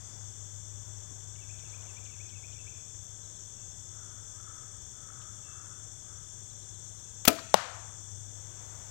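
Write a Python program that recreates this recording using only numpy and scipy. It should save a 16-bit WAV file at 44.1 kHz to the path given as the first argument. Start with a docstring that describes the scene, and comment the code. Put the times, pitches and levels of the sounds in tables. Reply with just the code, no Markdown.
"""An archer shoots in a summer garden: the release clicks, the bow slams and rings, and a quarter second
later the arrow cracks into a bone on a foam block and the trees echo. Around it a distant engine hums,
grass rustles, cicadas sizzle, and crickets and katydids pulse. A sparrow trills, a wren, a finch and a
far whistling bird sing gliding notes, and a far crow caws. One microphone feeds the left channel only
and overloads on both cracks."""
import sys
import numpy as np
from scipy import signal
from scipy.fft import rfft, irfft, next_fast_len
from scipy.io import wavfile

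SR = 44100
rng = np.random.default_rng(int(sys.argv[2]) if len(sys.argv) > 2 else 0)


def digitize_waveform(pressure):
    """Quantize a signal to 16-bit integers and store it at the path in sys.argv[1].

    Rows of a 2-D input are taken as channels; values are limited to [-1, 1].
    """
    field = np.atleast_2d(pressure).T
    bounded = np.clip(field, -1, 1)
    quanta = np.round(bounded * 32767).astype(np.int16)
    wavfile.write(sys.argv[1], SR, quanta)


N = 392490
TIME_S = np.arange(N) / SR


def from_db(db):
    """Decibels to gain."""
    return 10 ** (np.asarray(db) / 20)


def unit_rms(x):
    """Scale to rms 1."""
    return x / np.sqrt(np.mean(x ** 2) + 1e-20)


def at_hz(rows, hz):
    """Interpolate each column of a spectrum over log frequency."""
    points_hz, *columns = np.transpose(rows)
    return [np.interp(np.log(np.maximum(hz, 1)), np.log(points_hz), c) for c in columns]


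def coloured(x, spectrum):
    """Filter by a curve of f/Hz, gain/dB."""
    size = next_fast_len(len(x))
    gain_db, = at_hz(spectrum, np.arange(size // 2 + 1) * SR / size)
    return irfft(rfft(x, size) * from_db(gain_db), size)[:len(x)]


def low_cut(x, hz):
    """Second-order high-pass."""
    return signal.sosfilt(signal.butter(2, hz, "high", fs=SR, output="sos"), x)


def white(size):
    """Noise at 0 dB per Hz."""
    return rng.standard_normal(size) * np.sqrt(SR / 2)


def drift(rate_hz):
    """Random wander, rms 1."""
    knots = rng.standard_normal(N // 20)
    return unit_rms(np.interp(TIME_S * rate_hz, np.arange(len(knots)), knots))


def tone(hz):
    """Sine following a pitch curve."""
    return np.sin(2 * np.pi * np.cumsum(hz) / SR)


def held(db, start_s, end_s, rise_db_per_s, fall_db_per_s):
    """Rise, hold and fall, in dB."""
    early_s, late_s = np.maximum(start_s - TIME_S, 0), np.maximum(TIME_S - end_s, 0)
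    return db - rise_db_per_s * early_s - fall_db_per_s * late_s


def add(out, start_s, sound):
    """Mix a sound in at start_s."""
    at = max(round(start_s * SR), 0)
    out[at:at + len(sound)] += sound[:N - at]


def struck(modes, rise_s):
    """Damped sines set ringing by one blow."""
    t = TIME_S[:SR]
    ring = sum(from_db(db - 60 * t / t60_s) * np.sin(2 * np.pi * hz * t) for hz, db, t60_s in modes)
    return ring * (1 - np.exp(-t / rise_s))


def dying_noise(bands, rise_s):
    """One second of diffuse sound that swells, then decays band by band."""
    t, out = TIME_S[:SR], 0
    edges_hz = np.geomspace(70, 17000, 21)
    for low_hz, high_hz in zip(edges_hz, edges_hz[1:]):
        level_db, t60_s = at_hz(bands, np.sqrt(low_hz * high_hz))
        bandpass = signal.butter(3, [low_hz, high_hz], "band", fs=SR, output="sos")
        out = out + signal.sosfilt(bandpass, white(SR)) * from_db(level_db - 60 * t / t60_s)
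    return out * (1 - np.exp(-(t / rise_s) ** 2))


# garden reverb: f/Hz, relative level/dB, t60/s
GARDEN_REVERB = [(500, -43, 0.47), (2000, -41.5, 0.92), (6000, -46, 0.77), (13000, -53, .4)]
def garden(x, wet_db):
    """A sound plus its scatter from the trees."""
    response = dying_noise(GARDEN_REVERB, rise_s=0.035)
    return x + from_db(wet_db) * signal.fftconvolve(x, response / np.linalg.norm(response))[:N]


# air noise: f/Hz, density/(dB per Hz)
AIR_SPECTRUM = [(25, -89), (50, -82.5), (75, -76), (125, -77.5), (165, -87), (280, -95.5), (340, -91.5),
                (410, -95), (650, -97.5), (1150, -101), (1600, -101), (2400, -110), (4100, -111),
                (10000, -119), (12600, -115), (15500, -117)]
def air():
    """Steady outdoor noise, mostly bass."""
    return coloured(white(N), AIR_SPECTRUM)


# swells: peak t/s, half-width/s, gain/dB
GRASS_SWELLS = [(0, .3, -1), (1.05, .3, -5), (1.83, .18, 0), (8.75, .3, 3)]
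# rustle at unit gain: f/Hz, density/(dB per Hz)
GRASS_SPECTRUM = [(100, -106.5), (700, -94), (1600, -99), (2600, -107), (5000, -110), (10000, -119),
                  (15500, -120)]
def grass(rest_db=-12):
    """Grass stirs faintly in bell-shaped swells."""
    swells = [from_db(db) * np.exp(-((TIME_S - s) / width_s) ** 2 / 2) for s, width_s, db in GRASS_SWELLS]
    power = from_db(rest_db) ** 2 + sum(swell ** 2 for swell in swells)
    return np.sqrt(power) * coloured(white(N), GRASS_SPECTRUM)


# firing tone: t/s, level/dB
ENGINE_LEVEL = [(0, -53), (.5, -50), (2.2, -52.5), (2.9, -56), (4.6, -57.5), (7.6, -57), (8.1, -52.5),
                (8.9, -54.5)]
def engine(firing_hz=100.5, wander_hz=.7, waver_db=1.0, whine_hz=1593, whine_db=-80):
    """Only the firing tone and a thin whine carry this far, wavering in the air."""
    level_db = np.interp(TIME_S, *np.transpose(ENGINE_LEVEL))
    firing = np.sqrt(2) * tone(firing_hz + wander_hz * drift(13))
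    whine = from_db(whine_db + 3 * drift(6)) * tone(whine_hz + 4 * drift(20))
    return from_db(level_db + waver_db * drift(14)) * firing + whine


# chorus: f/Hz, relative level/dB
CICADA_SPECTRUM = [(3900, -125), (4700, -104), (5250, -102), (5600, -87.5), (6000, -83.5), (6250, -84.5),
                   (6430, -80), (6750, -86), (7400, -83), (7950, -89), (8450, -93.5), (8900, -109),
                   (9800, -128), (15000, -150)]
def cicadas(level_db=-50.4, flutter_db=0.39, swell_db=.4):
    """Many cicadas merge into a fluttering sizzle."""
    sizzle = unit_rms(coloured(white(N), CICADA_SPECTRUM))
    return sizzle * from_db(level_db + flutter_db * drift(160) + swell_db * drift(14))


def trill(rate_hz, hz, sag_hz, duty, db, scatter_hz=15):
    """A train of tone pulses, each sagging in pitch."""
    cycle = np.cumsum(rate_hz * (1 + .003 * drift(3.5))) / SR % 1
    progress = np.minimum(cycle / duty, 1)
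    pitch_hz = hz + sag_hz * (.5 - progress) + scatter_hz * drift(250)
    return from_db(db + 0.45 * drift(20)) * np.sin(np.pi * progress) * tone(pitch_hz)


# wing strokes: rate/Hz, f/Hz, sag/Hz, duty/1, level/dB (NEAR_KATYDID: no level)
CRICKETS = [(45.05, 3480, 240, .8, -62), (41.0, 3140, 120, .95, -75.5)]
NEAR_KATYDID = (19.75, 8630, 150, .32)
FAR_KATYDID = (3.2, 8380, 60, .35, -64.5)
def crickets_and_katydids():
    """Stridulation: each stroke's tone sags as it slows. Far crickets blur into a band of noise."""
    crickets = sum(trill(*row) for row in CRICKETS)
    near_db = held(-57.5, start_s=4.4, end_s=8.25, rise_db_per_s=10, fall_db_per_s=25)
    katydids = trill(*NEAR_KATYDID, near_db) + trill(*FAR_KATYDID, scatter_hz=130)
    blur = coloured(white(N), [(2700, -125), (3100, -103), (3450, -100), (3800, -125), (9000, -160)])
    return blur + garden(crickets + katydids, wet_db=-11)


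# trill notes: rate/Hz, f/Hz, sag/Hz, duty/1
SPARROW_TRILL = (57, 4850, 750, .75)
def sparrow():
    """A fast trill holds briefly, then fades."""
    return trill(*SPARROW_TRILL, held(-62, start_s=0, end_s=.18, rise_db_per_s=0, fall_db_per_s=95))


# contacts: t/s, level/dB, f/Hz, t60/s
TICKS = [(1.111, -48.5, 190, 0.11), (2.115, -62, 10000, .02), (3.035, -67, 11000, .09),
         (5.215, -58.5, 3050, 0.075), (7.386, -36.5, 1200, 0.066), (7.391, -41, 4200, 0.038)]
def ticks():
    """Small knocks and ticks near the archer, each a decaying band of noise."""
    out, t = np.zeros(N), TIME_S[:SR // 2]
    for s, db, hz, t60_s in TICKS:
        band = [(hz / 2, -20), (hz, 0), (hz * 2, -20), (hz * 10, -60)]
        add(out, s, unit_rms(coloured(white(len(t)), band)) * from_db(db - 60 * t / t60_s))
    return out


def repeated(bouts, period_s, growth_db_per_s):
    """Evenly paced phrases within each bout: t/s, level/dB."""
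    return [(s + t, db + growth_db_per_s * t)
            for s, length_s, db in bouts for t in np.arange(0, length_s, period_s)]


def song(phrases, notes):
    """Gliding bird notes, pure or raspy, never quite alike."""
    out, tremble = np.zeros(N), drift(900)
    for s, db in phrases:
        for delay_s, length_s, start_hz, middle_hz, end_hz, note_db, rasp_hz in notes:
            progress = np.linspace(0, 1, int(length_s * SR))
            parabola = np.polyfit([0, .5, 1], [start_hz, middle_hz, end_hz], 2)
            glide_hz = np.polyval(parabola, progress) * rng.normal(1, 0.014)
            jitter_hz = rasp_hz * tremble[int((s + delay_s) * SR):][:len(progress)]
            envelope = from_db(db + note_db + rng.normal(0, 1)) * np.sin(np.pi * progress)
            add(out, s + delay_s, envelope * np.sqrt(2) * tone(glide_hz + jitter_hz))
    return out


# bouts: t/s, length/s, level/dB
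WREN_BOUTS = [(1.345, 1.3, -61.5)]
# phrase: delay/s, length/s, start f/Hz, middle f/Hz, end f/Hz, gain/dB, rasp/Hz
WREN_NOTES = [(0, .026, 4210, 3050, 2230, -2, 520), (0.033, 0.032, 2400, 2300, 2260, -5.5, 50),
              (0.057, .052, 2880, 2630, 2570, -2, 55), (.143, .035, 2090, 2440, 2590, 2.5, 50.1)]
def wren():
    """One four-note phrase repeats, growing louder."""
    return song(repeated(WREN_BOUTS, period_s=.235, growth_db_per_s=2.5), WREN_NOTES)


# runs: t/s, length/s, level/dB
FINCH_RUNS = [(1.68, .06, -68), (3.225, .18, -67.5), (6.49, .66, -68)]
# chip: columns as WREN_NOTES
FINCH_NOTES = [(0, .046, 4450, 3950, 3400, 0, 110)]
def finch():
    """Falling chips in short runs that tail off."""
    return song(repeated(FINCH_RUNS, period_s=.119, growth_db_per_s=-10), FINCH_NOTES)


# calls: t/s, level/dB
WHISTLES = [(3.53, -77), (5.42, -67), (7.02, -77)]
# whistle: columns as WREN_NOTES
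WHISTLE_NOTES = [(0, .12, 2700, 2660, 2590, 0, 25)]
def whistling_bird():
    """A far bird whistles single, slightly falling notes."""
    return song(WHISTLES, WHISTLE_NOTES)


# caws: t/s, length/s, level/dB
CAWS = [(3.897, 0.31, -65), (4.33, 0.35, -62.5), (4.928, .38, -61.5), (5.45, 0.3, -59.5), (6.03, .12, -67)]
# throat resonance: f/Hz, gain/dB
CROW_THROAT = [(700, -50), (1100, -5), (1270, -2.5), (1400, -4.5), (1560, -6), (1750, -17), (2100, -24),
               (3500, -64)]
def crow(pitch_hz=435, roughness=0.075):
    """Hoarse, uneven pulses through one throat resonance."""
    effort = np.zeros(N)
    for s, length_s, db in CAWS:
        arch = np.abs(np.sin(np.linspace(0, np.pi, int(length_s * SR))))
        add(effort, s, from_db(db) * np.sqrt(arch))
    cycles = np.cumsum(pitch_hz * (1 + roughness * drift(350) + .02 * drift(8))) / SR
    pulses = np.diff(np.floor(cycles), prepend=0) * from_db(4.5 * drift(200))
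    return effort * unit_rms(coloured(pulses - pulses.mean(), CROW_THROAT))


STRING_STOP_S = 7.2775
# release, then string stop: t/s, level/dB, t60/s, chatter gap/s, step per contact/dB
BOW_BLOWS = [(7.2519, -23.5, .013, .0016, -3.5), (7.277, -13, .017, .0024, .5)]
def bow_contacts(count=3, swing_s=.0265, rattle_db=-31, loss_db=4.5, rattle_t60_s=.014,
                 buzz_db=-24, buzz_t60_s=.08):
    """Force envelope: each blow chatters; loose fittings buzz, then rattle on each swing of the limbs."""
    chatter = [(s + k * gap_s, db + k * step_db, t60_s)
               for s, db, t60_s, gap_s, step_db in BOW_BLOWS for k in range(count)]
    buzz = [(STRING_STOP_S, buzz_db, buzz_t60_s)]
    rattle = [(STRING_STOP_S + (k + 1) * swing_s, rattle_db - k * loss_db, rattle_t60_s)
              for k in range(count)]
    force = np.zeros(N)
    for s, db, t60_s in chatter + buzz + rattle:
        add(force, s, from_db(db - 60 * TIME_S[:SR] / t60_s))
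    return force


# contact noise: f/Hz, gain/dB
SNAP_SPECTRUM = [(150, 7), (600, 3.5), (1400, 3), (2500, 3.5), (4000, 1.3), (5200, 0.5), (6800, 0.8),
                 (10500, -4.8), (13000, 0.3), (15500, -1)]
# limb, riser and string modes: f/Hz, level/dB, t60/s
BOW_MODES = [(87, -37, .16), (200, -18.5, .045), (250, -12.5, 0.057), (293.6, -28.5, .22),
             (324, -28.5, 0.2), (435, -26, .15), (530, -33, 0.22), (606, -30, .2), (653, -27, .33),
             (675, -32, .26), (704, -13.5, 0.053), (890, -18, .04), (1005, -31, 0.13), (1231, -25.5, 0.11),
             (1310, -22, 0.084), (1491, -35, .17), (2395, -24, .095), (2627, -28, .05), (2810, -30, 0.064),
             (4105, -33, .05), (5686, -30, .07), (12600, -32, .06)]
# shudder: f/Hz, density/(dB per Hz), t60/s
BOW_SHUDDER = [(90, -78, .3), (220, -63.5, 0.4), (450, -63.5, 0.38), (750, -67, 0.4), (900, -76, .4),
               (1200, -72, 0.41), (2500, -73.5, 0.38), (4970, -76, 0.43), (9000, -80, 0.36),
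               (15500, -85.5, 0.3)]
def bow(rush_db=-27, rush_s=0.0018, whip_db=-42, whip_s=0.024):
    """The release clicks, the string rushes forward and stops hard; parts rattle and the limbs ring."""
    release_s = BOW_BLOWS[0][0]
    travelling = (TIME_S > release_s) & (TIME_S < STRING_STOP_S)
    to_stop_s = np.abs(TIME_S - STRING_STOP_S)
    rush = from_db(rush_db) * np.exp(-to_stop_s / rush_s)
    whip = from_db(whip_db) * np.exp(-to_stop_s / whip_s)
    force = bow_contacts() + travelling * (rush + whip)
    out = low_cut(force * unit_rms(coloured(white(N), SNAP_SPECTRUM)) + 1e-18, hz=450)
    add(out, STRING_STOP_S, struck(BOW_MODES, rise_s=0.00093) + dying_noise(BOW_SHUDDER, rise_s=.004))
    return garden(low_cut(out, hz=60), wet_db=-25)


# bone and foam block modes: f/Hz, level/dB, t60/s
TARGET_MODES = [(190, -22, 0.055), (624, -6.5, 0.019), (809, 4.5, 0.0093), (1042, -6, 0.012),
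                (1380, -15, 0.016), (2100, -23, .014), (2840, -21, 0.018), (3170, -23, .015),
                (3840, -21, 0.014), (5750, -17.5, 0.01)]
# scatter from the trees: f/Hz, density/(dB per Hz), t60/s
TREE_ECHO = [(150, -77, 0.54), (400, -82, 0.53), (588, -65.5, 0.8), (910, -65.5, 0.84), (1400, -64, 0.8),
             (2200, -72, 0.7), (3220, -71, 0.6), (6510, -77.5, 0.57), (10000, -90.5, .4),
             (15500, -102, 0.5)]
# reflections off the ground and things behind the block: delay/s, gain/dB
NEAR_ECHOES = [(.0046, -22), (.0092, -28), (.0128, -29)]
def arrow_hit(hit_s=7.5422, crack_db=-11, crack_s=0.00099, splinter_db=-37, splinter_s=.01):
    """The point cracks the bone, the block gives one dead knock, and the trees throw it back."""
    out, t = np.zeros(N), TIME_S[:SR]
    fracture = from_db(crack_db) * np.exp(-t / crack_s) + from_db(splinter_db) * np.exp(-t / splinter_s)
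    crack_spectrum = [(300, -23), (1200, -2), (3000, 2), (9000, -4), (15500, -16)]
    crack = fracture * unit_rms(coloured(white(SR), crack_spectrum))
    knock = low_cut(struck(TARGET_MODES, rise_s=0.00054), hz=175)
    add(out, hit_s, knock + crack + dying_noise(TREE_ECHO, rise_s=0.018))
    for delay_s, db in NEAR_ECHOES:
        add(out, hit_s + delay_s, from_db(db) * knock)
    return out


def scene():
    """All sources at one microphone, left channel only."""
    background = air() + grass()
    near_birds = garden(sparrow() + wren(), wet_db=-10.5) + garden(finch(), wet_db=-6)
    far_birds = from_db(-1.5) * garden(crow() + whistling_bird(), wet_db=-5.5)
    archery = bow() + arrow_hit() + ticks()
    insects = cicadas() + crickets_and_katydids()
    left = archery + insects + near_birds + far_birds + engine() + background
    return np.array([left, np.zeros(N)])


def record(dry, gain_db=6, threshold_db=-7, release_db_per_s=13, attack_s=0.034, max_duck_db=4,
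           ceiling=.93, cutoff_hz=15800):
    """Gain control ducks after the cracks but is too slow for their peaks, which clip; the top is cut."""
    x = dry * from_db(gain_db)
    over_db = np.clip(20 * np.log10(np.abs(x[0]) + 1e-9) - threshold_db, 0, max_duck_db)
    release_db = release_db_per_s * TIME_S
    held_db = np.maximum.accumulate(over_db + release_db) - release_db
    pole = np.exp(-1 / (attack_s * SR))
    duck_db = signal.lfilter([1 - pole], [1, -pole], held_db)
    clipped = np.clip(x * from_db(-duck_db), -ceiling, ceiling)
    return signal.sosfilt(signal.ellip(10, .1, 80, cutoff_hz, fs=SR, output="sos"), clipped)


dry = scene()
out = record(dry)
digitize_waveform(out)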